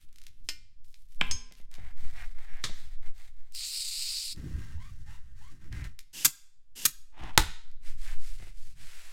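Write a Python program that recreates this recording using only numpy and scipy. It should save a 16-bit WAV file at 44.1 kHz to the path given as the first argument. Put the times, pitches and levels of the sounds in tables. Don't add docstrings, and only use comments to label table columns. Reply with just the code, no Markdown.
import sys
import numpy as np
from scipy import signal
from scipy.fft import rfft, irfft
from scipy.io import wavfile
from scipy.ndimage import map_coordinates

SR = 44100
rng = np.random.default_rng(int(sys.argv[2]) if len(sys.argv) > 2 else 0)


def wav_record(signal):
    frames = np.transpose(np.atleast_2d(signal))
    bounded = np.clip(frames, -1, 1)
    quanta = np.round(bounded * 32767).astype(np.int16)
    wavfile.write(sys.argv[1], SR, quanta)


N = 402191
TIME = np.arange(N) / SR

# (frequency [Hz], level [dB], t60 [s])
DISC_MODES = [(290, -23, .4), (1464, -17, .24), (1830, -12, .2), (2110, -12, .36), (2380, -13, .36),
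              (2821, -10, .2), (3052, -9, .2), (4081, -7, .17), (4393, -14, .25), (5179, 0, .16),
              (5475, -8, .2), (6315, -12, .2), (7311, -12, .19), (9150, -15, .18), (13500, -14, .17)]
WHEEL_MODES = [(242, -11, .8), (441, -21, .8), (818, -21, .6), (1028, -12, .7), (1615, -13, .7),
               (1680, 0, .11), (2094, -6, .28), (2358, -7, .27), (2665, -9, .35), (2789, -8, .18),
               (3252, -8, .22), (3601, -10, .2), (5195, -20, .4), (7640, -18, .13), (8242, -28, .3)]
RIM_MODES = [(1350, -3, .12), (1615, 1, .3), (1810, 1, .2), (2070, -3, .16), (2420, -6, .14),
             (2681, -5, .16), (5489, -8, .18)]
# (time [s], relative level [dB])
AIR_SWAY = [(0.0, -45), (1.07, -44), (1.25, -25), (1.5, -41), (1.72, -40), (1.87, -31), (2.3, -28),
            (2.48, -37), (2.87, -30), (3.22, -35), (3.6, -47), (5.87, -43), (6.4, -60), (7.4, -38),
            (7.66, -42), (7.92, -26), (8.36, -30), (9.12, -46)]


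def amp(db):
    return 10 ** (np.asarray(db) / 20)


def unit_rms(x):
    return x / np.sqrt(np.mean(x ** 2) + 1e-20)


def value_at(points, hz):
    f, value = np.transpose(points)
    return np.interp(np.log(hz + 1), np.log(f + 1), value)


def level(rows):
    return amp(np.interp(TIME, *np.transpose(rows)))


def add(mix, start, sound):
    part = mix[round(start * SR):][:len(sound)]
    part += sound[:len(part)]


def colour(x, spectrum, size=4096):
    gain_db = np.maximum(value_at(spectrum, abs(np.fft.fftfreq(size, 1 / SR))), -100)
    taps = np.fft.ifft(np.exp(np.conj(signal.hilbert(np.log(amp(gain_db)))))).real
    return signal.oaconvolve(x, taps[:size // 2])[:len(x)]


def band(x, hz, kind):
    return signal.sosfilt(signal.butter(3, hz, kind, fs=SR, output="sos"), x)


def wander(per_s):
    knots = rng.standard_normal(4096)
    return np.interp(TIME * per_s, np.arange(len(knots)), knots)


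def uneven_noise(depth_db, per_s):
    return rng.standard_normal(N) * amp(depth_db * wander(per_s))


def gesture(start, length, attack_s, release_s, arch_db=0):
    age = TIME - start
    off_centre = 2 * np.clip(age / length, 0, 1) - 1
    rise = .5 + .5 * np.tanh(age / attack_s)
    fade = np.exp(-np.clip((age - length) / release_s, 0, 20))
    return rise * amp(arch_db * (.5 - off_centre ** 2)) * fade


def together(gains):
    return np.sqrt(sum(gain ** 2 for gain in gains))


def ring(modes):
    t = TIME[:SR]
    return sum(amp(db - 60 * t / t60) * np.sin(2 * np.pi * hz * t) * rng.choice([-1, 1])
               for hz, db, t60 in modes)


def crack(decay_s, spectrum):
    t = TIME[:SR // 4]
    burst = rng.standard_normal(len(t)) * np.exp(-t / decay_s)
    rattle = irfft(np.exp(1j * np.angle(rfft(burst))), len(t))
    sound = colour(rattle * np.exp(-t / (4 * decay_s)), spectrum)
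    return sound / np.linalg.norm(sound) * np.sqrt(SR / 100)


def room(x, echo_db, tail_db, echo_decay_s=.018):
    # (frequency [Hz], t60 [s])
    decay_times = [(100, .35), (500, .4), (1500, .56), (4000, .58), (8000, .47), (15000, .3)]
    taps = rng.choice([-1., 1.], SR) * (rng.random(SR) < .2) * np.minimum(TIME[:SR] / .012, 1)
    hz, t, frames = signal.stft(taps, SR, nperseg=256)
    tail = signal.istft(frames * amp(-60 * t / value_at(decay_times, hz)[:, None]), SR, nperseg=256)[1]
    t = TIME[:len(tail)]
    echoes = rng.standard_normal(len(t)) * (rng.random(len(t)) < .05)
    echoes *= (t > .005) * np.exp(-t / echo_decay_s)
    response = amp(tail_db) * tail / np.linalg.norm(tail) + amp(echo_db) * echoes / np.linalg.norm(echoes)
    return signal.fftconvolve(x, response)[:N]


def workshop_air(sway_trim_db=-2.2, room_tone_db=-82):
    # (frequency [Hz], level [dB])
    sway_spectrum = [(1, -4), (4.5, 4), (8, -4), (13, -12), (25, -22), (50, -39), (100, -62), (250, -100)]
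    tone_spectrum = [(30, 0), (100, -4), (200, -15), (550, -20), (1600, -20), (4300, -23), (7700, -27),
                     (15000, -35)]
    sway_gains = amp(value_at(sway_spectrum, np.fft.rfftfreq(N, 1 / SR)))
    sway = irfft(rfft(rng.standard_normal(N)) * sway_gains, N)
    sway *= amp(sway_trim_db) * level(AIR_SWAY) / np.std(band(sway, [8, 40], "band"))
    room_tone = amp(room_tone_db) * unit_rms(colour(rng.standard_normal(N), tone_spectrum))
    return sway * np.minimum(TIME / .04, 1) + room_tone


def handling_rumble(trim_db=-.5, steady_db=-64.3):
    # (start [s], length [s], relative level [dB])
    jolts = [(.25, .38, -64), (1.211, .03, -46), (1.3, .035, -44), (1.79, .045, -43), (1.88, .36, -54),
             (2.025, .04, -46), (2.635, .05, -49), (2.81, .05, -56), (4.37, .48, -43), (4.5, .09, -37),
             (4.89, .28, -48), (5.23, .46, -54), (5.71, .15, -37), (7.21, .08, -47), (7.377, .025, -35),
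             (7.43, .05, -46), (8.4, .07, -52), (8.66, .2, -56)]
    # (frequency [Hz], level [dB])
    spectrum = [(20, -6), (50, 0), (85, -3), (130, -12), (190, -20), (300, -36), (800, -70)]
    rumble = colour(uneven_noise(depth_db=2.5, per_s=40), spectrum)
    rumble *= amp(trim_db) / np.std(band(rumble, [45, 130], "band"))
    steady = amp(steady_db) * unit_rms(level(AIR_SWAY)) ** .7
    surges = [amp(db) * gesture(start, length, attack_s=.006, release_s=.035)
              for start, length, db in jolts]
    return rumble * together([steady] + surges)


def bumping(drive):
    # (frequency [Hz], level [dB])
    spectrum = [(70, -14), (135, 0), (200, -10), (300, -10), (400, -23), (600, -34), (1200, -55)]
    return unit_rms(colour(drive, spectrum))


def shoves(trim_db=-.5):
    # (start [s], length [s], relative level [dB])
    pushes = [(.03, .45, -74), (4.36, .25, -46), (4.465, .04, -42), (4.62, .1, -57), (4.76, .4, -76),
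              (5.5, .18, -57), (5.68, .19, -50), (7.18, .11, -56.5), (7.86, .05, -59), (8.8, .04, -62)]
    bumps = amp(trim_db) * bumping(uneven_noise(depth_db=3.5, per_s=50))
    return bumps * together(amp(db) * gesture(start, length, attack_s=.028, release_s=.025)
                            for start, length, db in pushes)


def thumps(decay_s=.005, spoke_db=-7):
    # (time [s], level [dB])
    knocks = [(1.511, -59), (1.599, -61), (1.783, -53), (2.694, -47), (7.236, -47), (8.399, -57),
              (8.424, -53), (8.471, -56)]
    # (frequency [Hz], level [dB])
    spectrum = [(60, -8), (170, 0), (350, -7), (700, -10), (1100, -19), (2200, -16), (4000, -28),
                (10000, -50)]
    # (frequency [Hz], level [dB], t60 [s])
    spoke_modes = [(2050, 0, .2), (3720, -6, .15)]
    out = np.zeros(N)
    for start, db in knocks:
        add(out, start, amp(db) * (crack(decay_s, spectrum) + amp(spoke_db) * ring(spoke_modes)[:SR // 4]))
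    return out + room(out, echo_db=-9, tail_db=-14)


def ticks(decay_s=.0022, ring_db=-31, trim_db=-.8):
    # (time [s], relative peak [dB], relative treble [dB])
    touches = [(0.1281, -51, -3), (0.159, -42, -11), (0.1845, -43, -12), (0.2164, -41, -14),
               (0.2379, -43, -8), (0.2668, -35, -14), (0.8454, -53, -13), (0.9428, -39, -20),
               (1.1209, -52, -13), (1.5224, -39, -12), (1.5519, -48, -20), (1.714, -46, -9),
               (1.7404, -37, -14), (1.7514, -44, -18), (3.1794, -49, -10), (3.5224, -42, -3),
               (3.549, -29, -5), (4.3614, -45, -15), (5.7264, -38, -20), (5.842, -39, -19),
               (5.9908, -31, -11), (7.2374, -39, -30), (7.7144, -53, -13), (8.3863, -44, -17)]
    # (frequency [Hz], level [dB])
    spectrum = [(300, -28), (1000, -15), (2200, -2), (5800, 0), (9400, -4), (12500, -5), (15000, -14)]
    out = np.zeros(N)
    for start, db, treble_db in touches:
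        tick = crack(decay_s, spectrum)
        tick = band(tick, 6000, "low") + amp(treble_db + 9) * band(tick, 6000, "high")
        add(out, start, amp(db + trim_db) * tick / abs(tick).max())
        add(out, start, amp(db + ring_db) * ring(DISC_MODES))
    return out + room(out, echo_db=-8, tail_db=-16)


def rub(strokes, spectrum, attack_s, release_s, grains_per_s, grain_db, slip_db, rim_db=-60):
    catches = (rng.random(N) < grains_per_s / SR) * rng.standard_normal(N)
    drive = (rng.standard_normal(N) + amp(grain_db) * unit_rms(catches)) * amp(slip_db * wander(110))
    rim = unit_rms(signal.oaconvolve(drive, ring(RIM_MODES))[:N])
    sound = unit_rms(colour(drive, spectrum)) + amp(rim_db) * rim
    scrape = band(sound, 3500, "low") / np.std(band(sound, [600, 3500], "band"))
    fizz = unit_rms(band(sound, 3500, "high"))
    scrape_gain, fizz_gain = together(
        amp([[scrape_db], [fizz_db]]) * gesture(start, length, attack_s, release_s, arch_db=3)
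        for start, length, scrape_db, fizz_db in strokes)
    return scrape * scrape_gain + fizz * fizz_gain


def rubbing():
    # (start [s], length [s], low scrape [dB], fizz [dB])
    glove_strokes = [(0.0, .05, -72, -69), (.08, .23, -76, -79), (.33, .1, -83, -82), (.44, .04, -83, -71),
                     (.84, .09, -84, -70), (.96, .08, -80, -71), (1.085, .11, -78, -72),
                     (1.23, .07, -75, -62), (1.565, .05, -68, -68)]
    tyre_strokes = [(1.715, .05, -63, -65), (1.78, .13, -61, -69), (1.96, .18, -64, -65),
                    (2.15, .105, -57, -60), (2.265, .06, -69, -69), (2.355, .11, -61, -67),
                    (2.48, .14, -66, -69), (2.63, .02, -55, -53), (2.73, .15, -65.5, -63),
                    (2.9, .05, -68, -68), (3.02, .07, -63, -68), (3.15, .135, -67.5, -65),
                    (3.33, .18, -78, -78)]
    rag_strokes = [(4.36, .12, -63.5, -66), (4.47, .28, -61, -65), (4.79, .13, -66, -67),
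                   (4.93, .11, -74, -72), (5.06, .11, -61.5, -65), (5.19, .14, -74, -77),
                   (5.36, .2, -68, -68), (5.6, .09, -67, -72), (5.722, .1, -57, -62),
                   (5.838, .02, -53, -57)]
    lid_strokes = [(7.14, .04, -61, -76), (7.175, .135, -50, -62), (7.315, .055, -64, -70)]
    pad_strokes = [(7.84, .07, -59, -58.5), (7.985, .09, -62, -58), (8.04, .1, -56, -57),
                   (8.195, .16, -64, -58), (8.38, .12, -63, -63), (8.55, .17, -71.5, -64),
                   (8.775, .35, -59, -58.5)]
    # (frequency [Hz], level [dB])
    glove = [(300, -22), (700, -20), (1300, -9), (3400, -1), (8000, -3), (12500, -3), (15000, -10)]
    tyre = [(180, -44), (300, -14), (532, -15), (714, -4), (928, -8), (1370, -6), (2100, 0), (2730, -11),
            (3860, -12), (5710, -19), (8880, -19), (9960, -26), (13600, -24), (15000, -31)]
    rag = [(200, -25), (450, -12), (700, -12), (1100, -7), (1700, 0), (2400, -7), (4000, -10), (7200, -12),
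           (15000, -24)]
    lid = [(150, -37), (250, -7), (318, -2), (513, -20), (569, -12), (815, -1), (1360, -10), (1950, -9),
           (3620, -14), (3940, -19), (7820, -29), (15000, -41)]
    pad = [(180, -40), (300, -10), (452, -15), (627, -10), (841, -11), (2100, 0), (3220, -5), (4930, -6),
           (6200, -9), (7670, -7), (12700, -16), (15000, -21)]
    return (
        rub(glove_strokes, glove, attack_s=.008, release_s=.025, grains_per_s=120, grain_db=-2, slip_db=2.5)
        + rub(tyre_strokes, tyre, attack_s=.014, release_s=.028, grains_per_s=300, grain_db=-5, slip_db=1.8)
        + rub(rag_strokes, rag, attack_s=.016, release_s=.03, grains_per_s=500, grain_db=-6, slip_db=1.5,
              rim_db=-4)
        + rub(lid_strokes, lid, attack_s=.018, release_s=.012, grains_per_s=300, grain_db=-3, slip_db=2.2)
        + rub(pad_strokes, pad, attack_s=.024, release_s=.034, grains_per_s=900, grain_db=-6, slip_db=.9))


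def judders(jitter=.02, rim_db=-9):
    # (start [s], length [s], slip rate [1/s], level [dB], roughness [0-1])
    runs = [(2.14, .12, 238, -52, .5), (2.465, .165, 158, -58, .12), (5.705, .18, 203, -54.5, .55),
            (8.05, .1, 260, -55, .6)]
    # (frequency [Hz], level [dB])
    spectrum = [(400, -30), (720, -9), (1200, -11), (1750, 0), (2200, -1), (2800, -12), (4000, -20),
                (6000, -45)]
    out = np.zeros(N)
    for start, length, per_s, db, rough in runs:
        cycles = np.cumsum(per_s * (1 + jitter * wander(60)[:int(length * SR)])) / SR
        snaps = np.diff(np.floor(cycles), prepend=0)
        scuffs = np.exp(-(cycles % 1) / .17) * rng.standard_normal(len(cycles))
        slips = (1 - rough) * unit_rms(snaps) + rough * unit_rms(scuffs)
        rim = unit_rms(signal.oaconvolve(slips, ring(RIM_MODES))[:len(slips)])
        sound = unit_rms(unit_rms(colour(slips, spectrum)) + amp(rim_db) * rim)
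        add(out, start, amp(db) * sound * signal.windows.tukey(len(cycles), .3))
    return out


def rag_squeaks(width_hz=55, per_overtone_db=-3.5):
    # (start [s], length [s], first pitch [Hz], top pitch [Hz], level [dB])
    squeaks = [(4.75, .18, 820, 1190, -62), (5.05, .16, 780, 950, -64), (5.38, .15, 680, 1130, -64)]
    out = np.zeros(N)
    for start, length, first_hz, top_hz, db in squeaks:
        progress = np.linspace(0, 1, int(length * SR))
        phase = 2 * np.pi * np.cumsum(first_hz + (top_hz - first_hz) * np.sin(1.8 * progress)) / SR
        tone = 0
        for k in range(1, 5):
            noise = rng.standard_normal(SR) + 1j * rng.standard_normal(SR)
            fuzz = band(noise, k * width_hz, "low")[-len(phase):]
            tone += amp(per_overtone_db * k) * unit_rms((fuzz * np.exp(1j * k * phase)).real)
        add(out, start, amp(db) * unit_rms(tone) * signal.windows.tukey(len(phase), .6))
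    return out


def spray_can(sputter_db=1.3, flutter_db=1.6, drift=.025):
    # (start [s], length [s], level [dB])
    press = (3.556, .772, -36.6)
    # (frequency [Hz], level [dB])
    spectrum = [(350, -70), (600, -40), (1360, -30), (1630, -30), (2360, -14), (2820, -11), (3370, -13),
                (4080, -2), (4610, 0), (5140, -3), (5820, -13), (7860, -5), (11100, -19), (14200, -19),
                (15800, -28)]
    start, length, db = press
    edges_hz = [20, 3400, 4600, 5600, 7200, 9000, 12000, 18000]
    jet = sum(band(rng.standard_normal(N), pair, "band") * amp(flutter_db * wander(22))
              for pair in zip(edges_hz, edges_hz[1:]))
    jet = unit_rms(colour(jet * amp(sputter_db * wander(180)), spectrum))
    jet = map_coordinates(jet, [np.cumsum(1 + drift * wander(9))], order=3)
    jet *= amp(db) * gesture(start, length, attack_s=.016, release_s=.007, arch_db=2.2)
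    return jet + room(jet, echo_db=-21, tail_db=-30)


def air_chuck(swell_s=.017, sag_db=10, whistle_hz=2850, whistle_db=-11, puff_db=-47):
    # (leak start [s], lift [s], leak [dB], spit length [s], spit [dB])
    presses = [(6.128, 6.2468, -41.5, .022, -14.2), (6.752, 6.8520, -42.5, .016, -14.2)]
    # (frequency [Hz], level [dB])
    leak_spectrum = [(88, -31), (150, -1), (512, -12), (634, -18), (771, -13), (1280, -17), (1680, -8),
                     (2300, -9), (2790, -1), (4120, -6), (4910, -2), (7830, -3), (9520, -8), (12800, -7),
                     (15800, -19)]
    spit_spectrum = [(59, -45), (100, -15), (224, -20), (568, -31), (1300, -12), (2560, -9), (2960, -13),
                     (3510, -7), (4340, -11), (4720, -6.5), (6220, -6), (7060, -2), (9910, -9), (12800, -4),
                     (15800, -14)]
    hiss = unit_rms(colour(uneven_noise(depth_db=.8, per_s=200), leak_spectrum))
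    whistle = unit_rms(band(rng.standard_normal(N), [whistle_hz - 130, whistle_hz + 130], "band"))
    leak = unit_rms(hiss + amp(whistle_db) * whistle)
    spit = unit_rms(colour(rng.standard_normal(N), spit_spectrum))
    puff = amp(puff_db) * bumping(rng.standard_normal(N))
    out = np.zeros(N)
    for start, lift, leak_db, length, spit_db in presses:
        swell = 1 - np.exp(-np.maximum(TIME - start, 0) / swell_s)
        out += leak * amp(leak_db) * swell * (TIME < lift)
        emptied = np.clip((TIME - lift) / length, 0, 1)
        gate = np.minimum(np.minimum(emptied, 1 - emptied) / .11, 1)
        out += spit * amp(spit_db - sag_db * emptied ** 2) * gate
        out += puff * gesture(lift, length, attack_s=.004, release_s=.015)
    return out + room(out, echo_db=-13, tail_db=-24.5)


def blow(strike, spectrum, modes):
    start, crack_db, decay_s, ring_db, echo_db, tail_db = strike
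    hit, ringing = np.zeros((2, N))
    add(hit, start, amp(crack_db) * crack(decay_s, spectrum))
    add(ringing, start, amp(ring_db) * ring(modes))
    return hit + ringing + room(hit + .4 * ringing, echo_db, tail_db)


def lid_snap():
    # (time [s], crack [dB], crack decay [s], ring [dB], near echoes [dB], room tail [dB])
    snap = (7.3768, -12, .0022, -18.5, -10.5, -17.5)
    # (frequency [Hz], level [dB])
    spectrum = [(50, -14), (100, 0), (220, -5), (370, -1), (600, -10), (880, 1), (1150, -5), (1530, 2),
                (2900, -7), (3800, 0), (4700, -8), (7500, -9), (11000, -14), (16000, -19)]
    # (frequency [Hz], level [dB], t60 [s])
    tub_modes = [(27, 1, .3), (105, -4, .09), (315, -7, .12), (848, 0, .05), (950, -7, .05),
                 (1287, -4, .06), (1500, -2, .045), (2026, -4, .05), (3770, 2, .017), (6630, -9, .02),
                 (7610, -7, .02)]
    return blow(snap, spectrum, tub_modes)


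def levers_and_tyre():
    # (time [s], crack [dB], crack decay [s], ring [dB], near echoes [dB], room tail [dB])
    clink = (0.4883, -31, .006, -37, -9.5, -18.5)
    knock = (1.2114, -21.7, .003, -37, -13, -14)
    ping = (1.3113, -31, .005, -27.5, -9, -14)
    slap = (2.6396, -28.5, .011, -51, -7, -11)
    # (frequency [Hz], level [dB])
    clink_spectrum = [(70, -40), (130, -17), (300, -17), (700, -20), (1630, -14), (2600, -3), (3800, -8),
                      (4950, 0), (5900, -9), (7900, -8), (10000, -19), (13800, -22), (15000, -40)]
    knock_spectrum = [(88, -34), (150, -4), (468, -15), (1570, -6), (1910, -11), (2360, 1), (2750, -6),
                      (3210, -1), (3970, -18), (6810, -33), (7640, -25), (9630, -41), (15000, -43)]
    ping_spectrum = [(200, -20), (500, -20), (1240, -16), (3270, -8), (3830, -12), (5000, -3), (8500, -10),
                     (11000, -26), (15000, -33)]
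    slap_spectrum = [(59, -32), (100, -2), (241, -17), (375, -17), (797, -29), (1240, -10), (1430, -21),
                     (1810, -11), (2630, -20), (3680, -8), (4540, -13), (7510, -18), (15000, -40)]
    # (frequency [Hz], level [dB], t60 [s])
    lever_modes = [(5173, -4, .26), (5469, -14, .22), (6422, -1, .25), (7989, -26, .17), (9055, -22, .19),
                   (13600, -32, .2)]
    return (blow(clink, clink_spectrum, DISC_MODES) + blow(knock, knock_spectrum, WHEEL_MODES)
            + blow(ping, ping_spectrum, lever_modes) + blow(slap, slap_spectrum, WHEEL_MODES))


def scene():
    blows = levers_and_tyre() + lid_snap()
    friction = rubbing() + judders() + rag_squeaks()
    background = handling_rumble() + shoves() + workshop_air()
    touches = ticks() + thumps()
    jets = air_chuck() + spray_can()
    friction += room(friction, echo_db=-15, tail_db=-23)
    return (background + touches + friction + jets + blows)[None]


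def record(dry, cutoff_hz=16100):
    lowpass = signal.firwin(511, cutoff_hz, window=("kaiser", 9), fs=SR)
    return signal.oaconvolve(np.clip(dry, -1, 1), lowpass[None], "same")


dry = scene()
out = record(dry)
wav_record(out)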